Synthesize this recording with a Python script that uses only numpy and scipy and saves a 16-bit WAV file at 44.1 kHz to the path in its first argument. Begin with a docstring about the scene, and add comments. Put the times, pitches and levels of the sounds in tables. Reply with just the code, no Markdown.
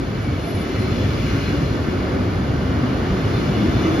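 """A double-deck commuter train rolls along a covered station platform, an arm's length away.
Rough wheels on rough rails keep the cars rumbling and the track roaring; hollow panels boom.
At each gap between cars two bogies go by, hissing and grinding, their wheels ringing.
The running gear thuds now and then, and one wheel flange gives a short, thin squeal."""
import sys
import numpy as np
from scipy import signal
from scipy.fft import rfft, irfft
from scipy.io import wavfile

SR = 44100
rng = np.random.default_rng(int(sys.argv[2]) if len(sys.argv) > 2 else 0)


def pcm_store(signal):
    """Save signal as 16-bit PCM."""
    levels = np.round(np.clip(np.atleast_2d(signal), -1, 1) * 32767)
    wavfile.write(sys.argv[1], SR, levels.astype(np.int16).T)


N = 176400

# bogies going by, each at its nearest: t/s, hiss level/dB, ring level/dB
BOGIES = [(.92, -42, -39), (1.36, -39, -39.5), (3.38, -41.5, -43), (3.96, -39.5, -37.5)]


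def rolling():
    """Rough wheels on rough rails: the car bodies rumble, the running gear drones, the track roars."""
    # fader curves of the three layers, ahead of their trims: t/s, level/dB
    rumble_fader = [(0, -26.5), (.7, -28.5), (1.0, -25), (1.7, -24), (2.1, -25), (2.6, -24), (2.95, -26.5),
                    (3.3, -23.5), (4, -25)]
    drone_fader = [(0, -28), (.6, -26), (1.0, -24), (1.6, -24), (2.2, -24.5), (2.5, -24.5), (3.1, -24),
                   (3.45, -23), (3.65, -22), (4, -21)]
    roar_fader = [(0, -36.5), (.4, -37.5), (.8, -35.5), (1.15, -36), (1.7, -36), (2.07, -33), (2.5, -34.5),
                  (3.0, -32), (3.5, -33), (4, -31)]
    # their spectra: f/Hz, relative level/dB
    rumble = [(15, -47), (25, -30), (32, -19), (42, -14), (53, -2.5), (66, -3.5), (80, -0.5), (105, -1.5),
              (150, -2.5), (200, -18), (320, -47), (900, -63), (4000, -120)]
    drone = [(70, -40), (140, -12), (185, 1), (225, -2), (280, 1.5), (320, -3.5), (370, -3), (450, -8.5),
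             (620, -13.5), (780, -23), (1500, -30), (5000, -100)]
    roar = [(200, -40.5), (550, 3.5), (700, 4.5), (800, 2), (1000, 1), (1250, 2), (1550, 1.5), (1800, -4),
            (2300, -8), (2720, -16), (3100, -13.5), (5000, -19.5), (7500, -86.5), (11000, -83),
            (15000, -40)]
    layers = [(rumble, rumble_fader, 1.5), (drone, drone_fader, .55), (roar, roar_fader, 1.74)]
    return sum(from_db(in_time(fader) + trim_db) * coloured(tone) for tone, fader, trim_db in layers)


def wheel_hiss():
    """The contact of wheel and rail hisses, swelling and fading with each bogie."""
    # contact noise: f/Hz, relative level/dB
    hiss = [(500, -7.5), (1200, -6.5), (1800, -2), (2400, 1.5), (3150, -0.5), (3850, -4.5), (4500, -2.5),
            (5600, -6.5), (7000, -9.5), (8600, -49), (10000, -14), (11300, -18), (13000, -22.5),
            (14500, -37.5)]
    return contact_gain() * coloured(hiss)


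def wheel_ring():
    """The wheels ring unevenly in their modes, swelling and sinking a little in pitch as they pass."""
    # wheel modes: f/Hz, width/Hz, relative level/dB
    modes = [(1530, 280, 1), (2060, 24, 1.5), (2283, 78, 2.5), (2580, 28, -5.5), (2885, 83, 3),
             (3460, 110, 0), (4136, 96, -1), (5310, 150, -6)]
    waver_db, waver_hz = 2.4, 11
    doppler_share = .012  # pitch rise of a far, approaching wheel
    bands = [(stereo_noise(1 / np.sqrt(1 + ((bin_hz() - hz) / (.65 * width_hz)) ** 4)), db)
             for hz, width_hz, db in modes]
    out = 0
    for nearest_s, _, ring_db in BOGIES:
        gain, approach = pass_by(nearest_s)
        ring = rms_one(sum(from_db(db + waver_db * drift(waver_hz)) * band for band, db in bands))
        playhead = (nearest_s * SR + np.cumsum(1 + doppler_share * approach)) % N
        shifted = np.array([np.interp(playhead, np.arange(N), channel) for channel in ring])
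        out += from_db(ring_db) * gain ** 1.01 * shifted  # wheels radiate sideways: a touch steeper fade
    return out


def grinding():
    """Rough spots meet and set off a dense run of short steel notes, swelling with the bogies."""
    rings_per_s, attack_s, t60_s = 160, .008, .17
    low_hz, high_hz, tilt_db_per_octave = 1085.3, 2986, -5
    age = np.arange(SR // 3) / SR
    envelope = (1 - np.exp(-age / attack_s)) * from_db(-60 * age / t60_s)
    out = np.zeros((2, N + SR))
    for when, pitch, turn, spread in rng.random((rings_per_s * N // SR, 4)):
        hz = low_hz * (high_hz / low_hz) ** pitch
        gain = from_db(tilt_db_per_octave * np.log2(hz / low_hz))
        turns = np.array([[turn], [turn + (spread - .5) / 2]])  # sides up to a quarter cycle apart
        start = int(when * N)
        out[:, start:start + len(age)] += gain * envelope * np.sin(2 * np.pi * (hz * age + turns))
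    return from_db(-3) * contact_gain() * rms_one(out[:, :N])  # sits just under the hiss


def wheel_flares():
    """Single wheel modes flare into brief notes that sag in pitch as the wheel goes by."""
    # flares: peak t/s, half length/s, f/Hz, width/Hz, level/dB
    flares = [(.33, 0.13, 2254, 35, -45.5), (.83, 0.037, 2060, 60, -45), (1.0, .06, 3400, 70, -50),
              (.9, .12, 4180, 80, -48), (1.13, 0.028, 1280, 140, -36), (1.3, 0.15, 2260, 40, -47.5),
              (1.33, .15, 2490, 45, -47), (1.34, .06, 2850, 160, -46), (1.32, .07, 5770, 90, -51),
              (1.35, 0.03, 1620, 347, -35), (1.47, .035, 4170, 75, -41.5), (1.5, 0.068, 1540, 55, -40),
              (1.68, 0.051, 4160, 70, -48), (1.8, 0.15, 1510, 110, -43), (2.85, 0.35, 2880, 60, -50),
              (2.85, 0.073, 1150, 39.5, -43), (3.1, 0.043, 4120, 70, -53), (3.37, 0.03, 4150, 74, -44),
              (3.37, 0.036, 3570, 60, -44), (3.45, 0.09, 1350, 110, -39), (3.88, 0.053, 1230, 110, -35),
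              (3.74, .05, 3580, 40, -44), (3.91, 0.13, 3525, 40, -44), (3.88, 0.14, 6050, 95, -51)]
    return swelling_notes(flares, sag_per_s=.03)


def panel_booms():
    """Hollow car panels boom in short, low swells."""
    # booms: peak t/s, half length/s, f/Hz, width/Hz, level/dB
    booms = [(.04, 0.026, 365, 18, -30), (.5, .08, 673, 57, -36), (.85, 0.13, 372, 15, -30.5),
             (1.0, 0.037, 493, 30, -32), (1.36, 0.015, 281, 16, -22.5), (1.56, .045, 268, 41, -24),
             (1.83, .05, 273, 19, -29), (1.93, 0.05, 363, 17, -28.5), (2.13, 0.066, 372, 18, -27),
             (2.14, 0.027, 520, 63, -29.5), (2.21, 0.034, 252, 30, -24.5), (2.83, 0.13, 253, 31, -26.5),
             (3.62, 0.039, 211, 22, -22.5), (3.66, 0.042, 330, 13, -25), (3.92, 0.095, 317, 15, -22)]
    return swelling_notes(booms)


def gear_thuds():
    """Each jolt of the running gear is a dull knock and a few cycles of one low note."""
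    # jolts: t/s, f/Hz, note level/dB
    jolts = [(.285, 125, -22), (.31, 90, -21.5), (.542, 95, -18.5), (.778, 104, -21), (.915, 106, -21),
             (.97, 100, -19), (1.04, 100, -15.5), (1.324, 105, -21), (1.63, 113, -23), (1.877, 85, -23),
             (2.195, 105, -21), (2.482, 115, -21), (2.77, 67, -23), (2.81, 130, -22), (2.868, 125, -22.5),
             (3.1, 186, -22), (3.105, 55, -22.5), (3.238, 104, -17.5), (3.33, 112, -20.5),
             (3.366, 115, -20), (3.478, 139, -19.5), (3.748, 117, -18.5)]
    # toneless part of a thud: f/Hz, relative level/dB
    knock_spectrum = [(40, -28), (100, -13), (170, 7), (300, 0), (500, -10), (2000, -47), (6000, -110)]
    knock = from_db(-9) * coloured(knock_spectrum)
    out = 0
    for onset_s, hz, db in jolts:
        note = np.sqrt(2) * np.sin(2 * np.pi * (hz * seconds() + rng.random()))
        out += burst(onset_s, db, rise_s=.012) * (note + knock)
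    return out


def flange_squeal():
    """A flange rubbing the rail briefly locks into one high, unsteady tone."""
    # squeal pitch: t/s, f/Hz
    pitch = [(.39, 11195), (.43, 11235), (.48, 11250), (.513, 11295), (.535, 11225), (.58, 11210),
             (.63, 11170)]
    # squeal envelope: t/s, level/dB
    fader = [(.38, -76), (.405, -59), (.46, -53), (.512, -47.5), (.53, -60), (.556, -45.5), (.575, -54),
             (.62, -57), (.65, -80)]
    jitter_hz = 14
    hz = in_time(pitch) + jitter_hz * drift(rate_hz=120)
    tone = np.sqrt(2) * np.sin(2 * np.pi * np.cumsum(hz) / SR)
    gate = (seconds() > fader[0][0]) & (seconds() < fader[-1][0])
    return from_db(in_time(fader)) * gate * tone


def flange_scrapes():
    """A flange scrapes the rail in faint flicks of very high noise."""
    # scrapes: t/s, level/dB
    scrapes = [(.21, -57.5), (.585, -51), (.78, -54), (1.25, -58), (3.93, -57)]
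    # friction noise: f/Hz, relative level/dB
    friction = [(4000, -32), (8500, -22), (10500, 12), (11500, 1), (13000, -5), (15000, -23)]
    return sum(burst(onset_s, db, rise_s=.022) for onset_s, db in scrapes) * coloured(friction)


def contact_gain():
    """Gain of the contact noise: the passing bogies over a floor of those further along the train."""
    far_db = -45
    near_power = sum((from_db(db) * pass_by(nearest_s)[0]) ** 2 for nearest_s, db, _ in BOGIES)
    return np.sqrt(from_db(far_db) ** 2 + near_power)


def pass_by(nearest_s):
    """Gain of a passing bogie (1 when nearest) and the share of its speed aimed at the listener."""
    speed_m_per_s, distance_m = 10.5, 3.6
    ahead_m = speed_m_per_s * (nearest_s - seconds())
    range_m = np.hypot(ahead_m, distance_m)
    return distance_m / range_m, ahead_m / range_m


def swelling_notes(rows, sag_per_s=0):
    """Noise-driven resonances that each swell once, losing the share sag_per_s of their pitch a second."""
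    out = 0
    for peak_s, half_s, hz, width_hz, db in rows:
        age = seconds() - peak_s
        swell = np.exp(-(age / half_s) ** 2 / 2)
        band = stereo_noise(1 / (1 + ((bin_hz() - hz) / width_hz) ** 2))
        playhead = age - sag_per_s * age ** 2 / 2
        note = swell * np.array([np.interp(playhead, age, channel) for channel in band])
        out += from_db(db) * rms_one(note) * np.sqrt(np.mean(swell ** 2))
    return out


def burst(onset_s, db, rise_s):
    """Envelope that rises to its level and dies away."""
    age = np.maximum(seconds() - onset_s, 0) / rise_s
    return from_db(db) * age * np.exp(1 - age)


def stereo_noise(gain):
    """Unit-rms noise with the given gain per frequency, as a microphone pair picks it up."""
    # stereo image: f/Hz, left-right likeness/0-1, left lead/rad, left minus right/dB
    mic_pair = [(35, .998, -.03, 0), (70, .988, -.04, .1), (120, .97, -.13, .5), (210, .92, -.23, .8),
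                (320, .88, -.47, .2), (480, .75, -.54, .6), (630, .5, -.5, -2.3), (820, .22, .58, -1.6),
                (1000, .12, -.4, -1.4), (1380, .41, -1.68, -2.3), (1600, .45, -2.42, -2.3),
                (1800, .69, .1, 3.1), (2250, .71, .34, 1.7), (2850, .59, .87, 1.7), (4100, .33, .2, 5),
                (5000, .49, .16, 5.3), (5700, .54, -1.08, 4.3), (6900, .6, -1.65, 1.7),
                (10300, .55, 1.2, 0), (11800, .9, .13, 0)]
    alike, lead, balance_db = in_hz(mic_pair)
    mid, side = rfft(rng.standard_normal((2, N)))
    sign = np.array([[1], [-1]])
    pair = np.sqrt(1 + alike) * mid + sign * np.sqrt(1 - alike) * side
    placement = from_db(sign * balance_db / 2) * np.exp(.5j * sign * lead)
    return rms_one(irfft(gain * pair * placement, N))


def coloured(spectrum):
    """Stereo noise with a tabled spectrum."""
    return stereo_noise(from_db(in_hz(spectrum)[0]))


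def drift(rate_hz):
    """Smooth random wander of spread 1."""
    return rms_one(irfft(rfft(rng.standard_normal(N)) / (1 + (bin_hz() / rate_hz) ** 2), N))


def in_time(curve):
    """A curve at every sample, its points joined by straight lines."""
    return np.interp(seconds(), *np.transpose(curve))


def in_hz(rows):
    """Each column of a spectrum at every Fourier bin, joined on a log-frequency axis."""
    hz, *columns = np.transpose(rows)
    return [np.interp(np.log(bin_hz() + 1), np.log(hz), column) for column in columns]


def from_db(db):
    """Decibels to gain."""
    return 10 ** (db / 20)


def rms_one(x):
    """Scale to unit rms."""
    return x / np.sqrt(np.mean(x ** 2) + 1e-20)


def seconds():
    """Time of every sample."""
    return np.arange(N) / SR


def bin_hz():
    """Frequency of every Fourier bin."""
    return np.arange(N // 2 + 1) * SR / N


def scene():
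    """The train as heard from the platform."""
    return (rolling() + wheel_hiss() + wheel_ring() + grinding() + wheel_flares()
            + panel_booms() + gear_thuds() + flange_squeal() + flange_scrapes())


def record(dry):
    """A steep low-pass takes off the very top."""
    cutoff_hz = 14300
    return signal.sosfilt(signal.ellip(10, .1, 80, cutoff_hz, fs=SR, output="sos"), dry)


dry = scene()
out = record(dry)
pcm_store(out)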